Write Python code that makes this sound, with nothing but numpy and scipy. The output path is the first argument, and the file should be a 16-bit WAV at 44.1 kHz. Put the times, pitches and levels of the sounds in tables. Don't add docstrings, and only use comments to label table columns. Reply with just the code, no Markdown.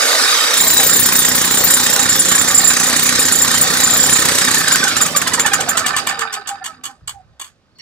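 import sys
import numpy as np
from scipy import signal
from scipy.fft import rfft, irfft, next_fast_len
from scipy.io import wavfile
from scipy.ndimage import uniform_filter1d

SR = 44100
rng = np.random.default_rng(int(sys.argv[2]) if len(sys.argv) > 2 else 0)


def generate_wav(signal):
    frames = np.transpose(np.atleast_2d(signal))
    scaled = np.clip(frames, -1, 1) * 32767
    pcm = np.round(scaled).astype(np.int16)
    wavfile.write(sys.argv[1], SR, pcm)


N = 344421
PADDED = N + 4096
TIME, HZ = np.arange(N) / SR, np.fft.rfftfreq(PADDED, 1 / SR)
TURNS_PER_S, COAST_S, TEETH = 31, 4.54, 60


def gain_of(db):
    return 10 ** (np.asarray(db) / 20)


def read(points):
    hz, value = np.transpose(points)
    return np.interp(np.log(HZ + 1), np.log(hz + 1), value)


def coloured(x, points):
    gain = gain_of(read(points))
    return irfft(rfft(x, PADDED) * gain / np.sqrt(np.mean(gain ** 2)), PADDED)[:N]


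def resonance(x, hz, width):
    return signal.lfilter(*signal.iirpeak(hz, hz / width, SR), x)


def band(x, low_hz, high_hz, order):
    return signal.sosfilt(signal.butter(order, [low_hz, high_hz], "band", fs=SR, output="sos"), x)


def smooth_noise(samples):
    return uniform_filter1d(rng.standard_normal(N), size=samples)


def smooth_patches(shape, bins, frames):
    across = uniform_filter1d(rng.standard_normal(shape), size=bins, axis=0)
    return uniform_filter1d(across, size=frames, axis=1)


def patchy(x, spread_db, frames):
    z = signal.stft(x, SR, nperseg=256)[2]
    patches = smooth_patches(z.shape, 4, frames)
    gain = gain_of(spread_db * patches / patches.std())
    return signal.istft(z * gain / np.sqrt(np.mean(gain ** 2)), SR, nperseg=256)[1][:N]


def clicks(rows):
    rows, out = np.array(rows), np.zeros(N)
    np.add.at(out, np.round(rows[:, 0] * SR).astype(int), gain_of(rows[:, 1]))
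    return out


def dying(x, t60):
    return signal.lfilter([1], [1, -1000 ** (-1 / (t60 * SR))], x)


def fuzzy(hz, width):
    x = resonance(resonance(rng.standard_normal(N), hz, width), hz, width)
    return x / x.std()


def fuzzy_phasor(hz, width):
    return signal.hilbert(fuzzy(hz, width), next_fast_len(N))[:N]


def tones(rows, width, fall):
    out = 0
    for start, length, hz, db in rows:
        t = np.clip(TIME - start, 0, length)
        bend = np.exp(-1j * np.pi * fall * (t - length / 2) ** 2)
        swell = np.sin(np.pi * t / length)
        out = out + gain_of(db - 2.0) * swell * (fuzzy_phasor(hz, width) * bend).real
    return out


# time in seconds, motor roar, gear whine and slab thud in relative dB,
# share of the gear load that comes from compressing air (0-1).
MACHINE = [(0, -10.5, -10.5, -76, 0.23), (.48, -11.5, -9.5, -55, 0.33), (.6, -12, -15.5, -33, 0.62),
           (1.07, -15, -17, -30, 0.73), (2.6, -15.5, -14.5, -31, 0.64), (4.55, -14.5, -12.5, -29.5, 0.68),
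           (4.88, -16.5, -13, -33.5, 0.73), (5.18, -21, -21.5, -33.5, 0.5), (5.48, -22.5, -9.5, -33, 0.84),
           (5.8, -24.5, -18.5, -35.5, 0.5), (6.1, -29.5, -22.5, -39.5, 0.21), (6.3, -59.5, -19, -53, 0.71),
           (6.6, -63.5, -34.5, -54.5, 0.47), (6.9, -77.5, -39.5, -52.5, 0.77), (7, -65.5, -62, -72.5, 0.24),
           (7.4, -67, -68, -84, 0.17), (7.81, -74.5, -72, -62.5, 0.16)]


def control(column):
    points = np.array(MACHINE)
    return np.interp(TIME, points[:, 0], points[:, column])


STRIKE_TURN = .13


def crank():
    late, whines = np.array(COASTING)[:, 0], np.array(WHINES)
    first = round(late[0] * TURNS_PER_S + STRIKE_TURN)
    turns = np.interp(TIME, np.r_[0, late], np.r_[STRIKE_TURN, first + np.arange(len(late))])
    speed = np.interp(TIME, np.r_[COAST_S, whines[:, 0]], np.r_[TURNS_PER_S, whines[:, 1] / TEETH])
    return turns, speed


def halvings(speed):
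    return np.log2(TURNS_PER_S / speed)


def hump(turns, at, sharp):
    return np.exp(sharp * (np.cos(2 * np.pi * (turns - at)) - 1))


IDLE_END_S, IDLE_FADE_S = .68, 0.086


def idle():
    return np.clip((IDLE_END_S - TIME) / IDLE_FADE_S, 0, 1)


# frequency in Hz, relative density in dB per Hz.
ROAR = [(180, -27), (260, -4), (345, -6.5), (470, 2.5), (650, 0), (971, -1.5), (1820, 0), (2710, -7.5),
        (3710, 1), (5610, -3), (7300, -4), (12400, -17), (13500, -17), (15600, -27.5)]
TILT_DB, TILT_PER_HALVING_DB = 2, -3


def roar(turns, speed):
    noise = coloured(rng.standard_normal(N), ROAR)
    hz, t, z = signal.stft(noise, SR, nperseg=512)
    tilt = np.interp(t, TIME, TILT_DB + TILT_PER_HALVING_DB * halvings(speed))
    tilt_db = np.log2(np.maximum(hz, 900) / 3000)[:, None] * tilt
    wander_db = 29.1 * smooth_patches(z.shape, 3, 14)
    noise = signal.istft(z * gain_of(tilt_db + wander_db), SR, nperseg=512)[1][:N]
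    throb = 0.8 + .5 * hump(turns, 0.9, 0.58)
    return gain_of(control(1) - 5.5) * throb * noise


STROKE_SAG, STROKE_SCATTER = 0.038, .008


def tooth_count(turns, speed):
    powered = TIME < COAST_S
    uneven = STROKE_SCATTER * rng.standard_normal(200)[turns.astype(int)] * powered
    shiver = .14 * smooth_noise(150)
    sag = 1 + .012 * idle() + .032 * powered + .008 - STROKE_SAG * hump(turns, 0.873, 2.1) + uneven + shiver
    return np.cumsum(TEETH * speed * sag) / SR


# middle in seconds, nominal mesh
# pitch in Hz, relative level in dB, rise from each mesh harmonic to the next in dB (pivoting on the second).
WHINES = [(4.574, 1790, 1.5, 12), (4.608, 1780, 5, 7), (4.645, 1750, 2, 0.5), (4.677, 1660, 3.5, 3.5),
          (4.714, 1580, 1, 4), (4.752, 1550, 3, 4.5), (4.79, 1530, -9.5, 13.5), (4.833, 1524, -3, -4),
          (4.875, 1470, -0.5, 0), (4.917, 1400, -3, 3.5), (4.963, 1330, 2, 11.5), (5.011, 1259, 2, 5),
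          (5.057, 1270, 1, 7), (5.105, 1220, -30, 1), (5.156, 1164, 9.5, 3.5), (5.211, 1110, 5, 4.5),
          (5.272, 1040, 10, 3), (5.327, 995, 4.5, 0.5), (5.387, 950, -1, -5.5), (5.456, 890, 0.5, -1),
          (5.524, 836, -4.5, 6), (5.598, 762, -11, -0.5), (5.683, 711, -6, -2), (5.759, 683, 1.5, 3),
          (5.815, 635, -3, -3.5), (5.853, 592, -3, 13), (5.948, 597, 0.5, 11), (6.016, 567, -25, 1),
          (6.078, 594, -5.5, 18), (6.149, 484, 0, -2), (6.205, 450, -12, 0.5), (6.25, 445, 3, -5),
          (6.38, 422.5, -2, -3.5), (6.52, 403, -7, -3), (6.626, 359, -20, 17.5), (6.699, 322, 0.5, 3),
          (6.801, 290, -25, 8), (6.9, 259.3, -5, 7.5), (7.81, 150, -29.5, 2)]
WHINE_TURNS = 0.062
STROKE_SCATTER_DB = 2
HOUSING_LAG_S = .004


def strokes(turns):
    size = gain_of(STROKE_SCATTER_DB * rng.standard_normal(200))[turns.astype(int)]
    load = size * (hump(turns, 0.768, 5.5) + 0.096 * hump(turns, 0.59, 4.8)) * (TIME < COAST_S)
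    for middle, hz, db, _ in WHINES:
        away = (TIME + HOUSING_LAG_S - middle) * hz / TEETH / WHINE_TURNS
        load = load + gain_of(db) * np.exp(-.5 * away ** 2)
    return load


MESH_DB = [2, -1, -4, -6.5, -26.5, -47]
IDLE_FUNDAMENTAL_DB, IDLE_SECOND_DB = 3, 11.5


def mesh_whine(mesh):
    whines = np.array(WHINES)
    rise_db = np.interp(TIME, whines[:, 0], whines[:, 3], left=0)
    whine = 0
    for k, db in enumerate(MESH_DB, 1):
        idle_db = ((k == 1) * IDLE_FUNDAMENTAL_DB + (k == 2) * IDLE_SECOND_DB) * idle()
        whine = whine + gain_of(db + (k - 2) * rise_db + idle_db) * np.cos(2 * np.pi * k * mesh)
    return whine


IDLE_KNOCK_DB = -4.5


def gear_chatter(speed):
    knocks = (rng.random(N) < 190 / SR) * gain_of(1.3 * rng.standard_normal(N) + IDLE_KNOCK_DB * idle())
    slack = (TURNS_PER_S / speed) ** .5
    rattling = dying(uniform_filter1d(knocks * slack, size=70), 0.014)
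    return (0.22 / slack ** 2 + 2.45 * rattling) * patchy(rng.standard_normal(N), 3.7, 6)


# frequency in Hz, width of each of two passes in Hz, level in dB.
HOUSING = [(447, 19, -20.5), (592, 50, -13), (790, 114, 5), (1257, 216, 7), (1524, 152, 8.5),
           (1770, 169, 6), (2343, 900, 1.5), (2940, 34, 0), (3702, 250, 2), (4800, 220, 6.5)]
SLOW_TREBLE_DB = -3
IDLE_LOW_DB = -7.5


def gears(turns, speed, mesh, load):
    squeeze, whine = np.clip(control(4), 0, 1), mesh_whine(mesh)
    chatter = (0.87 + hump(turns, 0.23, 0.94)) * gear_chatter(speed)
    drive = 1.09 * squeeze * load * whine + (1 - squeeze) * chatter
    treble = gain_of(SLOW_TREBLE_DB * halvings(speed))
    body = (0.044 + 0.092 * squeeze) * treble * band(drive, 700., 5100., 6)
    body = body + 0.45 * (TIME > COAST_S) * squeeze * load * band(whine, 600., 2300., 4)
    for hz, width, db in HOUSING:
        level = gain_of(db + IDLE_LOW_DB * idle() * (hz < 1e3)) * (treble if hz > 2e3 else 1)
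        body = body + level * resonance(resonance(drive, hz, width), hz, width)
    return gain_of(control(2) + 0.5) * body


# pitch in Hz, width of each of two passes in Hz, level in dB.
IDLE_TONES = [(262, 23, -41.5), (476, 67, -34), (4590, 10, -32)]


def idle_tones():
    fade = np.clip((FIRST_BLOW_S - TIME) / IDLE_FADE_S, 0, 1)
    return fade * sum(gain_of(db) * fuzzy(hz, width) for hz, width, db in IDLE_TONES)


# frequency in Hz, relative density in dB per Hz.
AIR = [(25, -31.5), (60, -9.5), (190, -18), (400, -26), (600, -25), (1000, -38.5), (2500, -34.5),
       (4800, -36), (6000, -41), (9000, -50.5), (15500, -65.5)]
AIR_DB = -57


def site():
    return gain_of(AIR_DB) * coloured(rng.standard_normal(N), AIR)


# frequency in Hz, relative density in dB per Hz.
SLAB = [(15, -68), (25, -40.5), (93, -3), (124, -9.5), (160, -1), (186, -2.5), (210, -8), (240, 1),
        (333, -8), (450, -8.5), (580, -18.5), (990, -120)]
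# time in seconds, share from 0 steady to 1 lumpy.
UNEVEN = [(0, .8), (.95, .6), (1.05, .2), (2.1, .15), (2.2, 1), (2.5, .8), (2.6, .25), (3.05, .25),
          (3.15, .9), (4.15, .8), (4.3, .3), (4.6, .4), (4.8, 1)]
# time in seconds, pitch in Hz.
HUM = [(0, 530), (2.1, 530), (2.5, 548), (3.1, 545), (3.5, 532), (4.3, 556), (7.81, 540)]
HUM_WIDTH_HZ, HUM_DB = 14, -7


def slab(turns):
    uneven = np.interp(TIME, *np.transpose(UNEVEN))
    half_turns = np.floor(2 * turns)
    beat = np.diff(half_turns, prepend=0) * (1 - 0.72 * (half_turns % 2))
    beat = beat * gain_of(60 * uneven * smooth_noise(300))
    shake = (36 - 12 * uneven) * beat + (0.81 + 0.41 * uneven) * rng.standard_normal(N)
    base_hz = HUM[0][1]
    drift_hz = np.interp(TIME, *np.transpose(HUM)) - base_hz
    drift = np.exp(2j * np.pi * np.cumsum(drift_hz) / SR)
    hum = (fuzzy_phasor(base_hz, HUM_WIDTH_HZ) * drift).real
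    hum_fade = np.clip((COAST_S + .5 - TIME) / .5, 0, 1)
    return gain_of(control(3)) * (coloured(shake, SLAB) + gain_of(HUM_DB) * hum_fade * hum)


# middle in seconds, length in blows,
# pressure (0 normal, around -1 floating, 1 pressed home).
SPELLS = [(.541, 1, 0.62), (.641, 1, 0.11), (.72, 4, -0.22), (1.01, 2, -0.39), (1.093, 1, 0.42),
          (1.383, 1, 0.24), (1.445, 1, 0.077), (1.48, 1, 0.35), (1.609, 1, 0.16), (1.642, 1, -0.15),
          (1.787, 2, 0.067), (1.868, 1, 1), (1.963, 1, 0.35), (2.058, 1, 0.57), (2.191, 1, -0.86),
          (2.257, 3, 0.054), (2.387, 3, -0.12), (2.45, 1, 0.46), (2.61, 5, -1.17), (2.754, 2, 0.71),
          (2.818, 2, 0.047), (2.915, 2, 1), (2.995, 1, 0.5), (3.126, 3, 0.69), (3.206, 2, -0.64),
          (3.29, 1, 0.36), (3.385, 3, -0.65), (3.48, 3, 0.36), (3.608, 1, -1.6), (3.69, 4, 0.31),
          (3.95, 6, -0.44), (4.078, 2, 0.049), (4.142, 2, -0.13), (4.37, 10, 1)]
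# time in seconds, crack in relative dB, chisel ring until the
# next blow in relative dB.
COASTING = [(4.547, -9, -12.5), (4.578, -26, -6.5), (4.6094, -17, -40), (4.6454, -33.5, -33.5),
            (4.6836, -11.5, -38.5), (4.7214, -10.5, -2.5), (4.7593, -11, -36), (4.805, -31.5, -43.5),
            (4.84, -9, -27), (4.881, -11, -16.5), (4.9314, -41.5, -38.5), (4.9695, -10, -13.5),
            (5.0149, -11, -4.5), (5.063, -14, -17), (5.1165, -40, -20), (5.165, -9, -2), (5.2188, -12, -37),
            (5.2763, -8.5, -49.5), (5.3388, -8.5, -13), (5.399, -9.5, -6.5), (5.465, -9, -42),
            (5.5348, -10, -9), (5.6079, -11.5, -30), (5.6896, -15, -5.5), (5.775, -10, -12),
            (5.8652, -11.5, -19.5), (5.9673, -10, -48), (6.0722, -14.5, -51.5), (6.1942, -19.5, -50),
            (6.329, -25, -52), (6.476, -21.5, -42), (6.6445, -22.5, -45), (6.8406, -25, -43.5),
            (7.079, -26.5, -46), (7.4002, -31, -50), (7.7874, -56, -65)]
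FIRST_BLOW_S, BLOW_GAP_S, JITTER_S = .542, .0323, .0008
CRACK_DB, RING_DB, CRACK_SCATTER_DB, RING_SCATTER_DB = -14.5, -6, 1.75, 2
BITE_CRACK_DB, BITE_RING_DB = 3.5, -28.5
SLIP_CRACK_DB, SLIP_RING_DB = -20.5, 4


def blows():
    s = np.arange(FIRST_BLOW_S, COAST_S - BLOW_GAP_S / 2, BLOW_GAP_S)
    pressure = sum(p * (abs(s - middle) < np.round(n) * BLOW_GAP_S / 2) for middle, n, p in SPELLS)
    bite, slip = np.maximum(pressure, 0), np.maximum(-pressure, 0)
    chance = rng.standard_normal((len(s), 3))
    crack_db = CRACK_DB + BITE_CRACK_DB * bite + SLIP_CRACK_DB * slip + CRACK_SCATTER_DB * chance[:, 0]
    ring_db = RING_DB + BITE_RING_DB * bite + SLIP_RING_DB * slip + RING_SCATTER_DB * chance[:, 1]
    return np.r_[np.c_[s + JITTER_S * chance[:, 2], crack_db, ring_db], COASTING]


# time in
# seconds, crack in relative dB.
REBOUNDS = [(5.7092, -33), (5.7932, -16.5), (5.8849, -18), (5.9853, -18.5), (6.0944, -17), (6.2109, -20.5),
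            (6.3416, -20.5), (6.4911, -21.5), (6.6612, -22.5), (6.8567, -25), (7.0947, -28), (7.4163, -30),
            (7.444, -39.5), (7.455, -49), (7.466, -50.5), (7.478, -50)]
# frequency in Hz, relative density in dB per Hz.
CRACK = [(550, -48), (850, -4.5), (1700, 4.5), (2700, -3), (5000, -3), (6700, 3.5), (8500, 2.5),
         (10500, -4.5), (12500, -8), (13500, -18.5), (14500, -7.5), (15400, -14), (15700, -44)]
# frequency in Hz, relative level in dB, t60 in seconds before blur.
BARREL = [(1122, -4, 0.16), (1750, -10.5, 0.12), (2330, -12.5, 0.15), (2950, -4, 0.14), (3255, -5.5, 0.12),
          (3440, -5.5, 0.1), (4400, -7, 0.053), (4730, -24, 0.018), (6570, -4, 0.057), (7100, -13, 0.06),
          (7650, -5.5, 0.0075), (7960, -20, 0.049), (11200, -14.5, .03)]
BARREL_BLUR_HZ = 70
SLOW_BARREL_DB, SLOW_SPRAY_DB = 4.5, -2.5


def cracks(speed, struck):
    hits = uniform_filter1d(clicks(struck) + clicks(REBOUNDS), size=240, origin=-100)
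    lumps = gain_of(32 * smooth_noise(70))
    slow = halvings(speed)
    rattle = 0.065 * slow * dying(hits, 0.24) * gain_of(82 * smooth_noise(300))
    decay = 0.59 * dying(hits, 0.066) + 1.49 * dying(hits, 0.031) + 0.055 * dying(hits, 0.28) + rattle
    burst = coloured(decay * lumps * patchy(rng.standard_normal(N), 3.94, 8), CRACK)
    dull = signal.sosfiltfilt(signal.butter(3, 9000., fs=SR, output="sos"), burst)
    spray = dull + (speed / TURNS_PER_S) ** 0.55 * (burst - dull)
    kick = gain_of(11.5) * dying(hits, 0.046) * lumps * rng.standard_normal(N)
    barrel = sum(gain_of(db) * resonance(kick, hz, 1.7 / t60 + BARREL_BLUR_HZ) for hz, db, t60 in BARREL)
    return gain_of(SLOW_SPRAY_DB * slow) * spray + gain_of(SLOW_BARREL_DB * slow) * barrel


CHISEL_HZ = [7030, 7267, 8146, 9480, 10500, 12150, 14208, 15150]
# t60 in seconds, relative level in dB, pitch spread from blow to blow as a share.
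CHISEL = [(0.13, -6.5, 0.0033), (0.12, -3.5, 0.0015), (0.053, -12.5, 0.0036), (0.1, -15, 0.004),
          (0.059, -22.5, 0.011), (0.069, -22, 0.014), (0.08, -21, 0.00096), (0.23, -31, 0.012)]
# time in seconds, tilt above the second mode in dB per octave, lowest mode in dB.
BRIGHT = [(0, 18.5, -11), (1.9, 12, -5), (2, 6.5, -4.5), (3.7, 8, -3), (3.9, 7.5, -1.5), (7.81, 3, 6.5)]
FLIGHT_S, LANDED_DB = .022, -7


def chisel(struck):
    s, _, ring_db = struck.T
    last = np.maximum(np.searchsorted(s, TIME) - 1, 0)
    since = np.maximum(TIME - s[last], 0)
    chance = rng.standard_normal((len(s), len(CHISEL), 3))[last]
    at, tilt, low = np.transpose(BRIGHT)
    tilt_db, low_db = np.interp(TIME, at, tilt), np.interp(TIME, at, low)
    ring = 0
    for k, (hz, (t60, db, spread)) in enumerate(zip(CHISEL_HZ, CHISEL)):
        shiver_db = 4.5 * chance[:, k, 0] + 45 * smooth_noise(130)
        colour_db = (k == 0) * low_db + tilt_db * max(np.log2(hz / CHISEL_HZ[1]), 0)
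        level = gain_of(db + shiver_db + colour_db - 60 * since / t60)
        pitch = hz * (1 + spread * chance[:, k, 1])
        ring = ring + level * np.sin(2 * np.pi * pitch * since + 10 * chance[:, k, 2])
    landed_db = LANDED_DB * np.clip((since - FLIGHT_S) / .003, 0, 1)
    onset = 1 - np.exp(-since / .003)
    return gain_of(ring_db[last] + 1.5 + landed_db) * onset * ring


# start and length in seconds, mid pitch in Hz,
# relative level in dB.
GROANS = [(6.17, 0.081, 444, -31), (6.3, 0.13, 419, -36.5), (6.48, 0.083, 806, -26), (6.6, 0.033, 770, -30),
          (6.88, 0.0685, 815, -39), (7.135, 0.059, 800, -34), (7.185, 0.036, 746, -43)]


def groans():
    return tones(GROANS, width=34.2, fall=270)


# time in seconds, relative level in dB.
GUST = [(7, -77), (7.025, -38.5), (7.06, -48), (7.332, -50.5), (7.4, -76)]


def wind_puff():
    gust_db = np.interp(TIME, *np.transpose(GUST), left=-99, right=-99)
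    colour = [(20, -20.5), (60, 2.5), (130, 2.5), (260, -23.5), (1000, -67.5)]  # (Hz, dB per Hz)
    return gain_of(gust_db) * coloured(rng.standard_normal(N), colour)


# start and length in seconds,
# pitch in Hz, relative level in dB.
LAST_BLOW = [(7.712, .014, 4350, -63), (7.752, 0.032, 4400, -51), (7.752, .028, 5400, -63),
             (7.785, .04, 4400, -35), (7.785, 0.048, 1995, -41), (7.785, .04, 2924, -41.5),
             (7.785, 0.05, 5580, -39.5)]


def squeaky_last_blow():
    return tones(LAST_BLOW, width=199.0, fall=0)


def roof(x):
    taps = np.zeros(SR // 2)
    at = np.arange(300, len(taps) - 20, 20) + rng.integers(0, 20, (len(taps) - 301) // 20)
    taps[at] = rng.choice([-1., 1.], len(at)) * gain_of(-60 * at / SR / 0.1)
    return x + gain_of(-9.0) * signal.oaconvolve(x, taps / np.linalg.norm(taps))[:N]


# frequency in Hz, left-right likeness (0-1).
ALIKE = [(40, .5), (300, .85), (700, .65), (1500, .55), (4000, .5), (15000, .5)]
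# frequency in Hz, lean of left over right in dB.
LEAN = [(60, -3), (130, -1.5), (290, -5), (640, -3), (1410, -8), (3100, -0.5), (6820, -4), (15000, 6.5)]
# frequency in Hz, lead of left in radians.
LEAD = [(20, .3), (500, 0.11), (1200, 0.58), (3000, 1.76), (8000, 1.53), (15000, 1.6)]


def scene():
    turns, speed = crank()
    mesh, struck, load = tooth_count(turns, speed), blows(), strokes(turns)

    def rendering():
        machine = roar(turns, speed) + gears(turns, speed, mesh, load) + idle_tones()
        machine = machine + cracks(speed, struck) + chisel(struck) + groans()
        return rfft(roof(machine) + site() + slab(turns) + wind_puff() + squeaky_last_blow(), PADDED)

    a, b = rendering(), rendering()
    alike, lean = np.clip(read(ALIKE), 0, 1), gain_of(read(LEAN) / 2)
    right = alike * np.exp(-1j * read(LEAD)) * a + np.sqrt(1 - alike ** 2) * b
    return gain_of(-1.5) * irfft(np.array([a * lean, right / lean]), PADDED)[:, :N]


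EDGE_HZ = 15750


def record(dry):
    squashed = dry / (1 + abs(dry) ** 4) ** .25
    low_pass = signal.firwin(511, EDGE_HZ, window=("kaiser", 9), fs=SR)
    return signal.oaconvolve(squashed, low_pass[None], "same")


dry = scene()
out = record(dry)
generate_wav(out)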